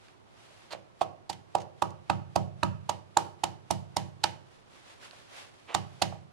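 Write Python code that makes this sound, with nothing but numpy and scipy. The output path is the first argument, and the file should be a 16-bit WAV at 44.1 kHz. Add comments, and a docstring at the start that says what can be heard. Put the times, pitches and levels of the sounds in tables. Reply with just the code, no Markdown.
"""Small hard kitchen, tiled counter: a wooden pestle pounds garlic, shallots and lemongrass in a wooden mortar.
Two-port microphone; the mortar lies to its right, so the left port hears it weaker. Quiet room noise beneath.
Each blow swells for a few milliseconds as the herbs crush, knocks the bowl and sets low counter modes booming.
Snapping fibres are swarms of noise clicks; arm rustle and the pestle's slide are coloured, grainy noise.
Wall echoes and a dense noise tail answer the knocks and slides; a hiss of its own answers each crunch."""
import sys
import numpy as np
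from scipy import signal
from scipy.fft import rfft, irfft
from scipy.io import wavfile
from scipy.ndimage import uniform_filter1d

SR = 44100
rng = np.random.default_rng(int(sys.argv[2]) if len(sys.argv) > 2 else 0)


def materialize(psi):
    """Save the field psi as 16-bit PCM at rate SR to the path in sys.argv[1].

    A 1-D psi becomes a single channel; in a 2-D psi each row is a channel.
    """
    bounded = np.clip(np.atleast_2d(psi).T, -1, 1)
    quanta = np.round(bounded * 32767).astype(np.int16)
    wavfile.write(sys.argv[1], SR, quanta)


N = 278712
T = np.arange(N) / SR


def amp(db):
    """Decibels to gain."""
    return 10 ** (np.asarray(db) / 20)


def unit(x):
    """Scales to rms 1."""
    return x / np.sqrt(np.mean(x ** 2) + 1e-20)


def burst(x, seconds):
    """Scales a short sound so that its energy equals rms 1 over the given time."""
    return x / np.sqrt(np.sum(x ** 2) / (seconds * SR) + 1e-20)


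def read(points, hz):
    """Reads a curve on a log-frequency axis."""
    f, value = np.transpose(points)
    return np.interp(np.log(hz + 1), np.log(f + 1), value)


def colour(x, points, tilt_db=0):
    """Filters by a spectrum, tilted in dB per octave between 2.5 and 10 kHz."""
    hz = np.fft.rfftfreq(x.shape[-1], 1 / SR)
    octaves = np.log2(np.clip(hz, 2500, 10000) / 5000)
    gain = amp(read(points, hz) + tilt_db * octaves)
    return irfft(rfft(x) * gain, x.shape[-1])


def add(mix, s, sound):
    """Mixes a sound in at time s."""
    part = mix[..., max(round(s * SR), 0):][..., :sound.shape[-1]]
    part += sound[..., :part.shape[-1]]


def grainy(depth_db, samples):
    """Uneven gain from smoothed noise, varying by depth_db rms."""
    smooth = uniform_filter1d(rng.standard_normal(N), size=samples)
    return amp(depth_db * unit(smooth))


def correlated(a, b, likeness):
    """Mixes two noises into one whose correlation with a is likeness."""
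    return likeness * a + np.sqrt(1 - likeness ** 2) * b


def diffuse(points, left_db, likeness):
    """Noise of a given colour that reaches the two ports from all sides."""
    a, b = unit(colour(rng.standard_normal((2, N)), points))
    return np.array([amp(left_db) * correlated(a, b, likeness), a])


# how far the left port leads the right one: f/Hz, phase/rad
PORT_PHASE_LEAD = [(100, 4.55), (190, 4), (340, 2.2), (600, 1), (850, .65), (1200, 1.2), (2500, .3)]


def ports(x, left_db):
    """The two microphone ports: the left one is weaker and leads in phase."""
    lead = read(PORT_PHASE_LEAD, np.fft.rfftfreq(N, 1 / SR))
    left = irfft(rfft(x) * np.exp(1j * lead), N)
    return np.array([amp(left_db) * left, x])


# colour of the quiet kitchen before it is scaled: f/Hz, level/dB
ROOM_NOISE = [(20, -18), (45, -8.5), (75, -10.5), (102, 1.5), (160, -7.5), (280, -8), (380, -4.5),
              (500, -11.5), (700, -10), (1100, -12.5), (1700, -22), (5000, -38.5), (11200, -56),
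              (15000, -70)]


def room_noise(level_db=-57):
    """Steady room noise under the pounding, partly opposed in phase between the ports."""
    return amp(level_db) * diffuse(ROOM_NOISE, left_db=-4, likeness=-0.49)


# decay time of the tail: f/Hz, t60/s
TAIL_T60 = [(150, 1), (400, 0.58), (900, 0.42), (2000, 0.5), (5000, .3), (12000, .2)]
# colour of the tail: f/Hz, level/dB
TAIL_COLOUR = [(150, -30.5), (400, 2.5), (650, -13.5), (850, -14.3), (1300, -12.3), (2000, -14.5),
               (3000, -13.5), (5000, -11), (9000, -13.5), (12000, -7), (14000, -21)]
# first reflections, before their treble is dulled: delay/s, left gain, right gain
WALL_ECHOES = [(.0083, .06, -0.032), (.0118, -0.084, 0.038), (.0147, 0.019, 0.15), (.0185, .05, -.09),
               (.0335, 0.037, 0.05)]


def kitchen(x, left_db=-5.5, likeness=-0.19):
    """A few wall echoes, 3 to 11 m longer than the direct path, and a tail whose bands die at their own speeds."""
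    a, b = rng.standard_normal((2, SR))
    noise = np.array([correlated(a, b, likeness), a])
    hz, t, bands = signal.stft(noise, SR, nperseg=256)
    t60 = read(TAIL_T60, hz)[:, None]
    bands = bands * amp(read(TAIL_COLOUR, hz)[:, None] - 60 * t / t60)
    bands *= np.sqrt(2 * np.log(1000) / (t60 * SR))  # slow and fast bands carry equal energy before colouring
    response = signal.istft(bands, SR, nperseg=256)[1][:, :SR] * amp([[left_db], [0]])
    response *= 1 - np.exp(-(np.arange(SR) / SR / 0.0021) ** 2)  # the tail builds up
    echoes = np.zeros((2, SR))
    for delay, left, right in WALL_ECHOES:
        add(echoes, delay, np.array([[left], [right]]))
    response += colour(echoes, [(1200, 2), (3000, -10.5), (12000, -21)])  # clutter scatters the treble
    return signal.fftconvolve(x[None], response, axes=1)[:, :N]


def swell(middle, half_length):
    """The speed of one movement: it gathers, peaks and eases off."""
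    return 1 / np.cosh(np.clip((T - middle) / half_length, -20, 20))


# colour of the sleeve: f/Hz, level/dB
RUSTLE_SPECTRUM = [(150, -41), (250, -15), (394, -11), (429, -13), (507, -1), (962, -3), (1200, -3),
                   (3340, -5.5), (11100, -20), (14000, -45)]
# arm and sleeve moving near the microphone: middle t/s, relative level/dB, half length/s
ARM_MOVES = [(.055, -61, .055), (.44, -59.5, .085), (.6, -59.5, .1), (4.55, -63, .06), (4.77, -57, .05),
             (4.905, -54, .045), (5.048, -48.5, .024), (5.17, -55.5, .07), (5.39, -47.5, .048),
             (5.6, -62, .14), (5.95, -62, .14)]


def hand(rustle_db=1., still_db=-70, swing_db=-68.5, swing_lead_s=0.013, swing_s=0.026):
    """Soft rustle that follows the arm's speed: on each movement, and a little on each firm downstroke."""
    power = amp(still_db) ** 2  # faint rustle between movements
    for s, db, half_length in ARM_MOVES:
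        power = power + (amp(db) * swell(s, half_length)) ** 2
    strokes = sum(swell(s - swing_lead_s, swing_s) for s, db, *_ in BLOW_LIST if db > -30)
    level = amp(rustle_db) * np.sqrt(power) + amp(swing_db) * strokes
    return level * grainy(0.8, samples=400) * diffuse(RUSTLE_SPECTRUM, left_db=-1, likeness=-0.14)


# colour of wood rubbing on wood: f/Hz, level/dB
SLIDE_SPECTRUM = [(120, -36.5), (280, -5), (450, 0), (680, 0), (1100, 0), (1500, -6), (2300, -5),
                  (3200, -7), (5000, -23), (9000, -33), (13000, -52)]
# the pestle sliding down the wall into the heap: start t/s, length/s, level/dB
SLIDE_LIST = [(.698, .042, -42.5), (5.672, .07, -43)]


def slide(rise_s=.022, t60_s=.09):
    """The pestle rubs down the wall in fine uneven slips; the rub builds, holds and dies when the pestle lands."""
    level = np.zeros(N)
    for s, length, db in SLIDE_LIST:
        after_landing = np.maximum(T - s - length, 0)
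        level += np.clip((T - s) / rise_s, 0, 1) * amp(db - 60 * after_landing / t60_s)
    slips = grainy(1.5, samples=150) * rng.standard_normal(N)
    return level * unit(colour(slips, SLIDE_SPECTRUM))


# colour of the room's hiss after a crunch: f/Hz, level/dB
WASH_COLOUR = [(400, -12), (1200, -3), (2000, 1.5), (2700, -1.5), (2980, 6), (3300, -1.5), (4400, -1),
               (6500, -6), (9000, -12), (11800, -19.5), (13300, -32), (16000, -49)]


def wash(wash_db=-8.3, early_t60=0.14, late_t60=0.37, late_db=-5., late_tilt_db=-0.5,
         tilt_share=0.41, left_db=-4., full_s=0.0022):
    """Each crunch scatters off the bowl and the tiles as a smooth hiss that dulls as it dies."""
    out, t = np.zeros((2, N)), np.arange(SR // 2) / SR
    build = 1 - np.exp(-t / 0.0023)
    for s, db, spread, bright_db, _ in CRUNCH_LIST:
        share = np.sqrt(min(spread / full_s, 1))  # a very short crack scatters less
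        tilt_db = tilt_share * bright_db
        early, late = rng.standard_normal((2, 2, len(t)))
        early = colour(early, WASH_COLOUR, tilt_db) * amp(-60 * t / early_t60)
        late = colour(late, WASH_COLOUR, tilt_db + late_tilt_db) * amp(late_db - 60 * t / late_t60)
        add(out, s, share * amp(db + wash_db) * burst((early + late) * build, 0.028))
    return out * amp([[left_db], [0]])


# low modes of the counter and the kitchen: f/Hz, level/dB, t60/s
COUNTER_MODES = [(87.5, -3.5, 0.59), (98.63, 3, 0.6), (113.5, 1.5, 0.45), (126.6, -8.5, 0.65),
                 (134.6, -4.5, 1), (149.6, -4.5, 0.58), (161.36, -2, 0.66), (188.3, 3, 0.46),
                 (194.5, -11.5, 0.86), (229, -1.5, 0.34), (252, -9, .3), (292, 5.5, 0.13),
                 (334.1, -6.5, 0.37)]


def counter(boom_db=-4.0, rise_s=0.0025, build_s=0.06, early=0.71):
    """Every blow passes through the mortar's foot and wakes the same beating low modes."""
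    t = np.arange(SR) / SR
    hz, level, t60 = np.transpose(COUNTER_MODES)[:, :, None]
    spread = np.pi * np.arange(len(hz))[:, None] ** 2 / len(hz)  # the modes do not peak together
    boom = (amp(level - 60 * t / t60) * np.sin(2 * np.pi * hz * t + spread)).sum(0)
    boom *= 1 - np.exp(-t / rise_s)
    boom *= 1 - (1 - early) * np.exp(-t / build_s)
    boom = signal.sosfilt(signal.butter(2, 66, "highpass", fs=SR, output="sos"), boom)  # deep bass radiates poorly
    out = np.zeros(N)
    for s, *_, db in BLOW_LIST:
        add(out, s - .003, amp(db + boom_db) * burst(boom, 0.18))
    return out


def contact(t, lead_s=0.0065, edge_s=0.0005):
    """Gate that opens as the pestle meets the heap, a few milliseconds before it stops at t = 0."""
    return .5 + .5 * np.tanh((t + lead_s) / edge_s)


# colour of breaking fibres: f/Hz, level/dB
FIBRE_COLOUR = [(500, -20), (1500, 1), (2200, 0.5), (3000, 1.5), (4300, 4), (5200, -2), (7000, -3.5),
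                (9000, -8), (11500, -16), (13000, -23), (16000, -33)]
# herbs and skins breaking: t/s, relative level/dB, relative spread/s, relative brightness/(dB per octave),
# snapping piece f/Hz
CRUNCH_LIST = [(0.0852, -59.5, 0.0031, -16, 4840), (0.7132, -48.4, 0.0063, -5, 4200),
               (0.727, -40.5, 0.008, -6, 4100), (1.0166, -38.7, 0.009, -2, 3200),
               (1.3004, -37, 0.0039, 1.5, 4620), (1.3311, -46.5, 0.0043, -4.9, 3030),
               (1.5534, -37.5, 0.0015, 3.5, 2830), (1.5852, -53, 0.0032, -10, 6000),
               (1.6058, -51, 0.004, -7, 6040), (1.6188, -52.5, 0.0056, -6, 6040),
               (1.8248, -35.5, 0.0018, 3, 2800), (1.9071, -60.5, 0.0018, 1.3, 6060),
               (2.1014, -33, 0.0018, -4.5, 2750), (2.3614, -33.3, 0.0019, 2.5, 4700),
               (2.6343, -32.5, 0.0016, 0, 3700), (2.8971, -33, 0.0023, 0, 6550),
               (3.1728, -23.5, 0.00085, 6, 7000), (3.44, -29.5, 0.0014, 1.5, 2820),
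               (3.7108, -31, 0.002, 7, 5650), (3.9692, -29.5, 0.0024, 4.5, 5170),
               (4.2409, -23.7, 0.0017, -2.5, 4340), (5.1109, -53, 0.0005, -15, 4100),
               (5.7491, -27, 0.0024, -2, 6740), (6.0232, -25.3, 0.003, 0.5, 4400)]


def herbs(crunch_db=0.3, snaps_per_s=11000, size_db=2.0, spread_share=1.2, crack=0.26, tilt_share=0.5,
          piece_db=7.5, apart=0.5):
    """Fibres snap in a swarm around a sharper crack, coloured by the piece that breaks; snaps lean left or right."""
    out, t = np.zeros((2, N)), (np.arange(2048) - 1024) / SR
    for s, db, spread, bright_db, hz in CRUNCH_LIST:
        snaps = rng.standard_normal(len(t)) * (rng.random(len(t)) < snaps_per_s / SR)
        snaps *= amp(size_db * np.minimum(rng.exponential(1, len(t)), 3))  # a few snaps are much larger
        swarm = snaps * np.exp(-abs(t) / (spread_share * spread)) * contact(t)
        split = rng.standard_normal(len(t)) * np.exp(-abs(t) / 0.00026)  # the sharper crack
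        lean = 1 + apart * np.outer([1, -1], rng.choice([-1, 1], len(t)))
        sound = lean * (unit(swarm) + crack * unit(split))
        sound = colour(sound, FIBRE_COLOUR, tilt_share * bright_db + 1.5)
        sound = colour(sound, [(hz / 1.117, 0), (hz, piece_db), (hz * 1.26, 0)])  # the piece resonates
        add(out, s + t[0], amp(db + crunch_db) * burst(sound, 0.038))
    return out


def ring(modes, t, swell_s, weights_db=0):
    """Modes build up while the pestle sinks in (t < 0) and die away after it stops."""
    hz, db, t60 = np.transpose(modes)[:, :, None]
    build = np.exp(-(np.minimum(t, 0) / swell_s) ** 2)
    decay = amp(db + weights_db - 60 * np.maximum(t, 0) / t60)
    return (build * decay * np.cos(2 * np.pi * (hz * t + rng.random(hz.shape)))).sum(0)


def favour(modes, hz, depth_db):
    """The struck spot wakes the modes within half an octave of its pitch; the others stay weaker."""
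    half_octaves = 2 * np.log2(np.transpose(modes)[0][:, None] / hz)
    return -depth_db * np.minimum(half_octaves ** 2, 1)


# modes of the mortar: f/Hz, relative level/dB, t60/s
BOWL_MODES = [(336, -2.5, 0.13), (430, -8, .08), (546.5, -11, 0.24), (586, 0, 0.11), (646, 11.5, 0.032),
              (715, -1, 0.067), (805, -5.5, 0.22), (863, -6, 0.19), (945.5, 5.5, 0.069), (1100, -0.5, .06)]
# modes that only hard contact of the two woods wakes: f/Hz, relative level/dB, t60/s
CLACK_MODES = [(1103, 6.5, 0.02), (1207, -0.5, 0.023), (1290, -14, 0.18), (1352, -3.5, 0.022),
               (1560, -5.5, 0.014), (1757, -5.5, 0.017), (2060, -9, 0.0023), (2590, 2, 0.003),
               (2890, -6.5, 0.011)]
# one row a blow: t/s, relative knock level/dB, struck spot f/Hz, relative cushioning by the herbs/s,
# relative wood-on-wood clack level/dB, clack f/Hz, relative counter boom level/dB
BLOW_LIST = [(.7352, -38, 690, .0016, -48, 1100, -54), (.751, -39.5, 635, .0016, -55, 1100, -64),
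             (.768, -49, 560, .0012, -64, 1100, -66), (1.0162, -21.3, 744, .0027, -29, 1090, -45),
             (1.2996, -30.5, 805, .0024, -48, 2200, -45.5), (1.5532, -18.3, 790, .0019, -28.5, 1100, -41),
             (1.8241, -20.5, 875, .0021, -25, 1200, -36.5), (2.1009, -21.3, 795, .0019, -25, 1480, -29.7),
             (2.362, -20.3, 775, .0024, -29, 1150, -28.3), (2.6327, -23, 1010, .0011, -20.8, 1410, -27.3),
             (2.8956, -23.3, 870, .0021, -33.5, 1300, -40.5), (3.1721, -16, 846, .0028, -26, 1550, -39.5),
             (3.4387, -21.7, 830, .0017, -35.5, 1500, -39.5), (3.7084, -25, 823, .0014, -36, 1400, -31.5),
             (3.9692, -24.3, 800, .0024, -39.5, 1920, -34), (4.243, -22.5, 855, .0036, -28.5, 1750, -40.7),
             (5.1335, -54.5, 706, .002, -56.5, 1500, -70), (5.7498, -22.3, 805, .0018, -28.5, 1260, -34),
             (6.0214, -23.5, 770, .0034, -30.5, 2090, -32.3), (6.1265, -39, 770, .0026, -50, 1250, -60.5),
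             (6.158, -49.5, 788, .0032, -64, 1590, -65.5)]


def mortar(knock_db=0., ring_db=-4.3, clack_db=-1.0, spot_db=4.0, clack_spot_db=6.5, swell_share=1.044,
           skirt=0.24, clack_swell_s=0.0023, push_db=-17.0, push_hz=306.0, push_s=0.0012,
           jolt_db=-12.5, jolt_s=0.00085, ring_from_boom=.35):
    """The bowl is driven hard while the pestle crushes through the herbs, then rings on weakly near that pitch."""
    out, t = np.zeros(N), np.arange(-.015, .15, 1 / SR)
    for s, db, hz, cushion, hard_db, hard_hz, boom_db in BLOW_LIST:
        force = np.exp(-(t / (swell_share * cushion)) ** 2) + skirt * np.exp(-abs(t / cushion))
        knock = burst(force * np.sin(2 * np.pi * hz * t), .016)
        # the abrupt stop widens the knock's spectrum
        jolt = np.exp(-(t / jolt_s) ** 2) * np.cos(2 * np.pi * hz * t)
        knock += amp(jolt_db) * burst(jolt, .016)
        # the whole bowl is shoved down
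        push = np.exp(-(t / push_s) ** 2) * np.cos(2 * np.pi * push_hz * t)
        knock += amp(push_db) * burst(push, .016)
        after = burst(ring(BOWL_MODES, t - .002, .003, favour(BOWL_MODES, hz, spot_db)), .035)
        after_db = db + ring_from_boom * (boom_db - db)  # a blow that reaches the bottom rings more
        clack = ring(CLACK_MODES, t, clack_swell_s, favour(CLACK_MODES, hard_hz, clack_spot_db))
        clack = burst(clack, .016)
        sound = amp(db + knock_db) * knock
        sound += amp(after_db + ring_db) * after
        sound += amp(hard_db + clack_db) * clack
        add(out, s + t[0], sound * contact(t))
    return signal.sosfilt(signal.butter(2, 90, "highpass", fs=SR, output="sos"), out)  # the knocks carry no deep bass


def scene():
    """Mortar, herbs and counter lie to the right of the microphone, in a quiet kitchen."""
    knocks, rub = mortar(), slide()
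    background = room_noise() + kitchen(knocks + rub) + hand() + wash()
    boom = ports(counter(), left_db=-6.0)
    crunches = herbs() * amp([[-6.8], [0]])
    wood = ports(rub, left_db=-5.0) + ports(knocks, left_db=-10.0)
    return background + boom + crunches + wood


def record(dry, ceiling=.85, edge_hz=16200):
    """Soft limiting rounds the sharpest peaks; then a low-pass sets the band limit."""
    soft = ceiling * np.tanh(dry / ceiling)
    lowpass = signal.firwin(511, edge_hz, window=("kaiser", 9), fs=SR)
    return signal.oaconvolve(soft, lowpass[None], "same")


dry = scene()
out = record(dry)
materialize(out)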